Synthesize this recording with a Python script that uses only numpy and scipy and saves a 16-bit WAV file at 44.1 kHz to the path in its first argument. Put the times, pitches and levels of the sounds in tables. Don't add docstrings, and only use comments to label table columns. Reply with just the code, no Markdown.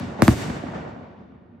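import sys
import numpy as np
from scipy import signal
from scipy.fft import rfft, irfft
from scipy.io import wavfile
from scipy.ndimage import uniform_filter1d

SR = 44100
rng = np.random.default_rng(int(sys.argv[2]) if len(sys.argv) > 2 else 0)


def store_wav(level_fs):
    pcm = np.round(np.clip(np.atleast_2d(level_fs), -1, 1) * 32767)
    wavfile.write(sys.argv[1], SR, pcm.T.astype(np.int16))


N = 70560
FFT_SIZE = 2 ** 17
HZ = np.arange(FFT_SIZE // 2 + 1) * SR / FFT_SIZE
SIDES = np.array([[.5], [-.5]])

# pitch_hz, level_db
CRACK_SPECTRUM = [(500, 2), (800, 3), (1150, 3), (1600, 0), (2200, -5), (2800, -11.5), (3500, -25)]
SNAP_SPECTRUM = [(2500, -34), (3400, -6.5), (4800, -1), (6000, -9), (8500, -9), (11200, -6.5),
                 (14800, -18.5), (16500, -33)]
THUMP_SPECTRUM = [(30, -20.5), (60, -0.5), (120, 1.5), (220, 4), (330, 2), (420, -21.5), (600, -43.5)]
def shock_front():
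    crack = undb(over_hz(CRACK_SPECTRUM, HZ)) * np.minimum(HZ / CRACK_SPECTRUM[0][0], 1) ** 2
    snap = undb(over_hz(SNAP_SPECTRUM, HZ)) * np.minimum(HZ / SNAP_SPECTRUM[0][0], 1) ** 2
    body = np.exp(-.5 * (np.log2(np.maximum(HZ, 1) / 580) / .28) ** 2)
    thump = undb(over_hz(THUMP_SPECTRUM, HZ))
    return [unit_pulse(gain) for gain in (crack * (HZ < 4000), snap, body, thump * (HZ < 900))]


# start_s, left_lag_ms, thump_delay_ms, thump_left_lag_ms
BURST_ARRIVALS = [(.22098, .05, .4, .4), (.27984, -.03, 1.48, -.2)]
# crack_db, snap_db, body_db, thump_db, then pan_db for each of the four
BURST_LEVELS = [(5, 8, -15, 2.5, -4.5, 3.7, -11, 9), (6, 5.5, -44, 8, -2.5, 2, 2, 1.5)]
GROUND_DELAY_S = .00905
def shell_bursts():
    crack, snap, body, thump = shock_front()
    crack = crack * (1 + undb(-16.5) * delay(.00175))
    bounces = [1 + undb(db) * delay(GROUND_DELAY_S) for db in (-12, -16, -22.5, -8)]
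    spectrum = 0
    for (start_s, lag_ms, thump_delay_ms, thump_lag_ms), levels in zip(BURST_ARRIVALS, BURST_LEVELS):
        blur = smear(decay_ms=.35)[0]
        parts = crack, snap * blur / (abs(blur) + .5), body, thump
        delays_ms = 3 * [SIDES * lag_ms] + [thump_delay_ms + SIDES * thump_lag_ms]
        for part, bounce, db, pan_db, ms in zip(parts, bounces, levels[:4], levels[4:], delays_ms):
            spectrum += part * bounce * undb(db + pan_db * SIDES) * delay(start_s + ms / 1000)
    return to_sound(spectrum)


# start_s, crack_db, body_db, thump_db, pan_db
WALL_ECHOES = [(.308, -36, -42, -20.5, 0), (.3235, -41, -22.5, -24.5, -12.5), (.334, -36, -24, -33, -4),
               (0.479, -41, -35.5, -24, -6), (0.498, -15.5, -24, -10, 2.5), (.565, -19, -20, -26.5, 0.5),
               (.636, -27.5, -24, -19, -4), (.665, -19.5, -42, -26, 3), (.684, -17.5, -46, -20, -4.5),
               (.757, -21, -32, -21.5, -2), (0.828, -31, -37, -31.5, -1.5), (.85, -21, -35, -33.5, -3),
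               (.871, -37, -27, -33, 6), (.891, -43, -57, -33, 0), (.962, -30, -33, -34, -6.5)]
def wall_echoes():
    crack, snap, body, thump = shock_front()
    spectrum = 0
    for start_s, crack_db, body_db, thump_db, pan_db in WALL_ECHOES:
        dulling = undb(-air_loss_db(2 * HZ, start_s - BURST_ARRIVALS[1][0]))
        edge = (crack + snap / 2) * dulling * undb(crack_db)
        smeared = (edge + body * undb(body_db)) * smear(decay_ms=4.5)
        spectrum += (smeared + thump * undb(thump_db)) * undb(pan_db * SIDES) * delay(start_s)
    return to_sound(spectrum)


# time_s, level_db, bass_offset_db, treble_offset_db
EARLIER_RUMBLE = [(0.01, -34, 8, -12), (0.03, -37.5, 10.5, -8.5), (0.174, -40, 0.5, -14.5),
                  (0.18, -46.5, 7.5, -5.5), (0.19, -35.5, 2.5, -14.5)]
BURST_RUMBLE = [
    [(0.25, -31.5, 11, -4), (0.264, -32, 6.3, -6.5)],
    [(0.32, -31, 14, -7), (0.326, -32.5, 8.3, -4.5), (0.348, -36.5, 12, -4.5), (0.422, -32.5, 6.9, -5.5),
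     (0.482, -35, 10, -7), (0.606, -40.5, 4, -8.5), (0.72, -40.5, 6.3, -11.5)],
    [(0.74, -37.5, 1.5, -16.5), (0.746, -37, 3, -13.5), (0.834, -42.5, 4.5, -11.5), (0.874, -39.5, 0, -17),
     (0.882, -42, 1.5, -11), (0.932, -44.5, 4, -13.5), (1.0, -46.5, 4.5, -14)],
    [(1.05, -49.5, 0, -14.5), (1.128, -54.5, 6, -11), (1.148, -53, -3, -15.5), (1.178, -57, 8, -11),
     (1.232, -57.5, 7, -11.5), (1.52, -66.5, 8.5, -11.5), (1.54, -65.5, 6.5, -11.5)],
]
# pitch_hz, density_db
RUMBLE_SPECTRUM = [(32, -27.5), (48, -20), (70, -6), (150, -1), (240, 2), (330, -3.5), (430, -1.5),
                   (600, 0.5), (1200, -6.5), (2000, -3), (3000, -7.5), (5000, -10.5), (8000, -9.5),
                   (10000, -17.5), (12000, -14.5), (14800, -19.5), (15800, -30), (17000, -50)]
# pitch_hz, correlation
STEREO_LIKENESS = [(60, 0.92), (130, 0.96), (290, 0.75), (640, 0.27), (1410, 0.01), (3100, 0.35),
                   (6820, 0.28), (15000, 0.24)]
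def scattered_rumble():
    t = np.arange(N) / SR
    first_s, second_s = (arrival[0] for arrival in BURST_ARRIVALS)
    earlier_age_s, age_s = t + .29, np.maximum(t - second_s, 0)
    after_bounce = np.clip((t - first_s - GROUND_DELAY_S) / .003, 0, 1)
    takeover = (t > first_s) * undb(-3.5) + after_bounce * (1 - undb(-3.5))
    deep_db = 8.5 * np.exp(-age_s / .11)
    noise = rfft(rng.standard_normal((2, FFT_SIZE))) * undb(over_hz(RUMBLE_SPECTRUM, HZ))
    shared_lumps, neighbour_lumps = wander(25), wander(14)
    rumble = 0
    for hz in 40 * 2 ** (np.arange(27) / 3):
        band = np.cos(np.pi / 2 * np.clip(3 * np.log2(np.maximum(HZ, 1) / hz), -1, 1))
        mid, side = to_sound(noise * band) * np.sqrt(SR / 2000)
        likeness = over_hz(STEREO_LIKENESS, hz)
        stereo = np.sqrt(1 + likeness) * mid + np.sqrt(1 - likeness) * side * 2 * SIDES
        earlier_db = band_level_db(EARLIER_RUMBLE, hz, t) - air_loss_db(hz, earlier_age_s)
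        burst_db = band_level_db(np.concatenate(BURST_RUMBLE), hz, t) - air_loss_db(hz, age_s)
        burst_db += (hz < 130) * deep_db
        envelope = (1 - takeover) * undb(earlier_db) + takeover * undb(burst_db)
        neighbour_lumps = .8 * neighbour_lumps + .6 * wander(12)
        flicker_db = .65 * shared_lumps + .76 * neighbour_lumps + .44 * wander(43)
        rumble += stereo * undb(flicker_db) * envelope
    return rumble


def band_level_db(curve, hz, t):
    time_s, level_db, bass_db, treble_db = np.array(curve).T
    bass_share = over_hz([(330, 1), (450, 0)], hz)
    treble_share = over_hz([(1200, 0), (2200, 1)], hz)
    return np.interp(t, time_s, level_db + bass_share * bass_db + treble_share * treble_db)


# pitch_hz, loss_db_per_s
AIR_ABSORPTION = [(60, -13), (3000, -3.5), (4500, 5.5), (6000, 13), (9000, 35), (15000, 75.5)]
def air_loss_db(hz, travel_s):
    return over_hz(AIR_ABSORPTION, hz) * travel_s


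def hiss():
    return undb(-95.5) * rng.standard_normal((2, N))


def smear(decay_ms):
    fade = np.exp(-np.arange(1024) / SR * 1000 / decay_ms)
    return rfft(rng.standard_normal((2, 1024)) * fade / np.linalg.norm(fade), FFT_SIZE)


def wander(rate_hz):
    hold = int(SR / rate_hz)
    steps = np.repeat(rng.standard_normal(N // hold + 1), hold)
    return 1.247 * uniform_filter1d(uniform_filter1d(steps, hold), hold)[:N]


def over_hz(table, hz):
    pitch_hz, values = np.array(table, float).T
    return np.interp(np.log(np.maximum(hz, 1)), np.log(pitch_hz), values)


def unit_pulse(gain):
    return gain * FFT_SIZE / (2 * gain.sum())


def delay(seconds):
    return np.exp(-2j * np.pi * HZ * seconds)


def to_sound(spectrum):
    return irfft(spectrum, FFT_SIZE)[:, :N]


def undb(db):
    return 10 ** (np.asarray(db) / 20)


def scene():
    return shell_bursts() + wall_echoes() + scattered_rumble() + hiss()


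def record(dry):
    lag_cycles, lag_top_hz = 1.25, 3000
    lag_curve = np.log(np.clip(HZ, 20, lag_top_hz) / 16000) + np.maximum(HZ / lag_top_hz - 1, 0)
    phase_rad = 2 * np.pi * lag_cycles * lag_curve + 2.6
    lagged = to_sound(rfft(dry, FFT_SIZE) * np.exp(-1j * phase_rad))
    top_cut = signal.ellip(8, .2, 70, 16500, fs=SR, output="sos")
    return signal.sosfilt(top_cut, np.tanh(.5 * lagged) / .78)


dry = scene()
out = record(dry)
store_wav(out)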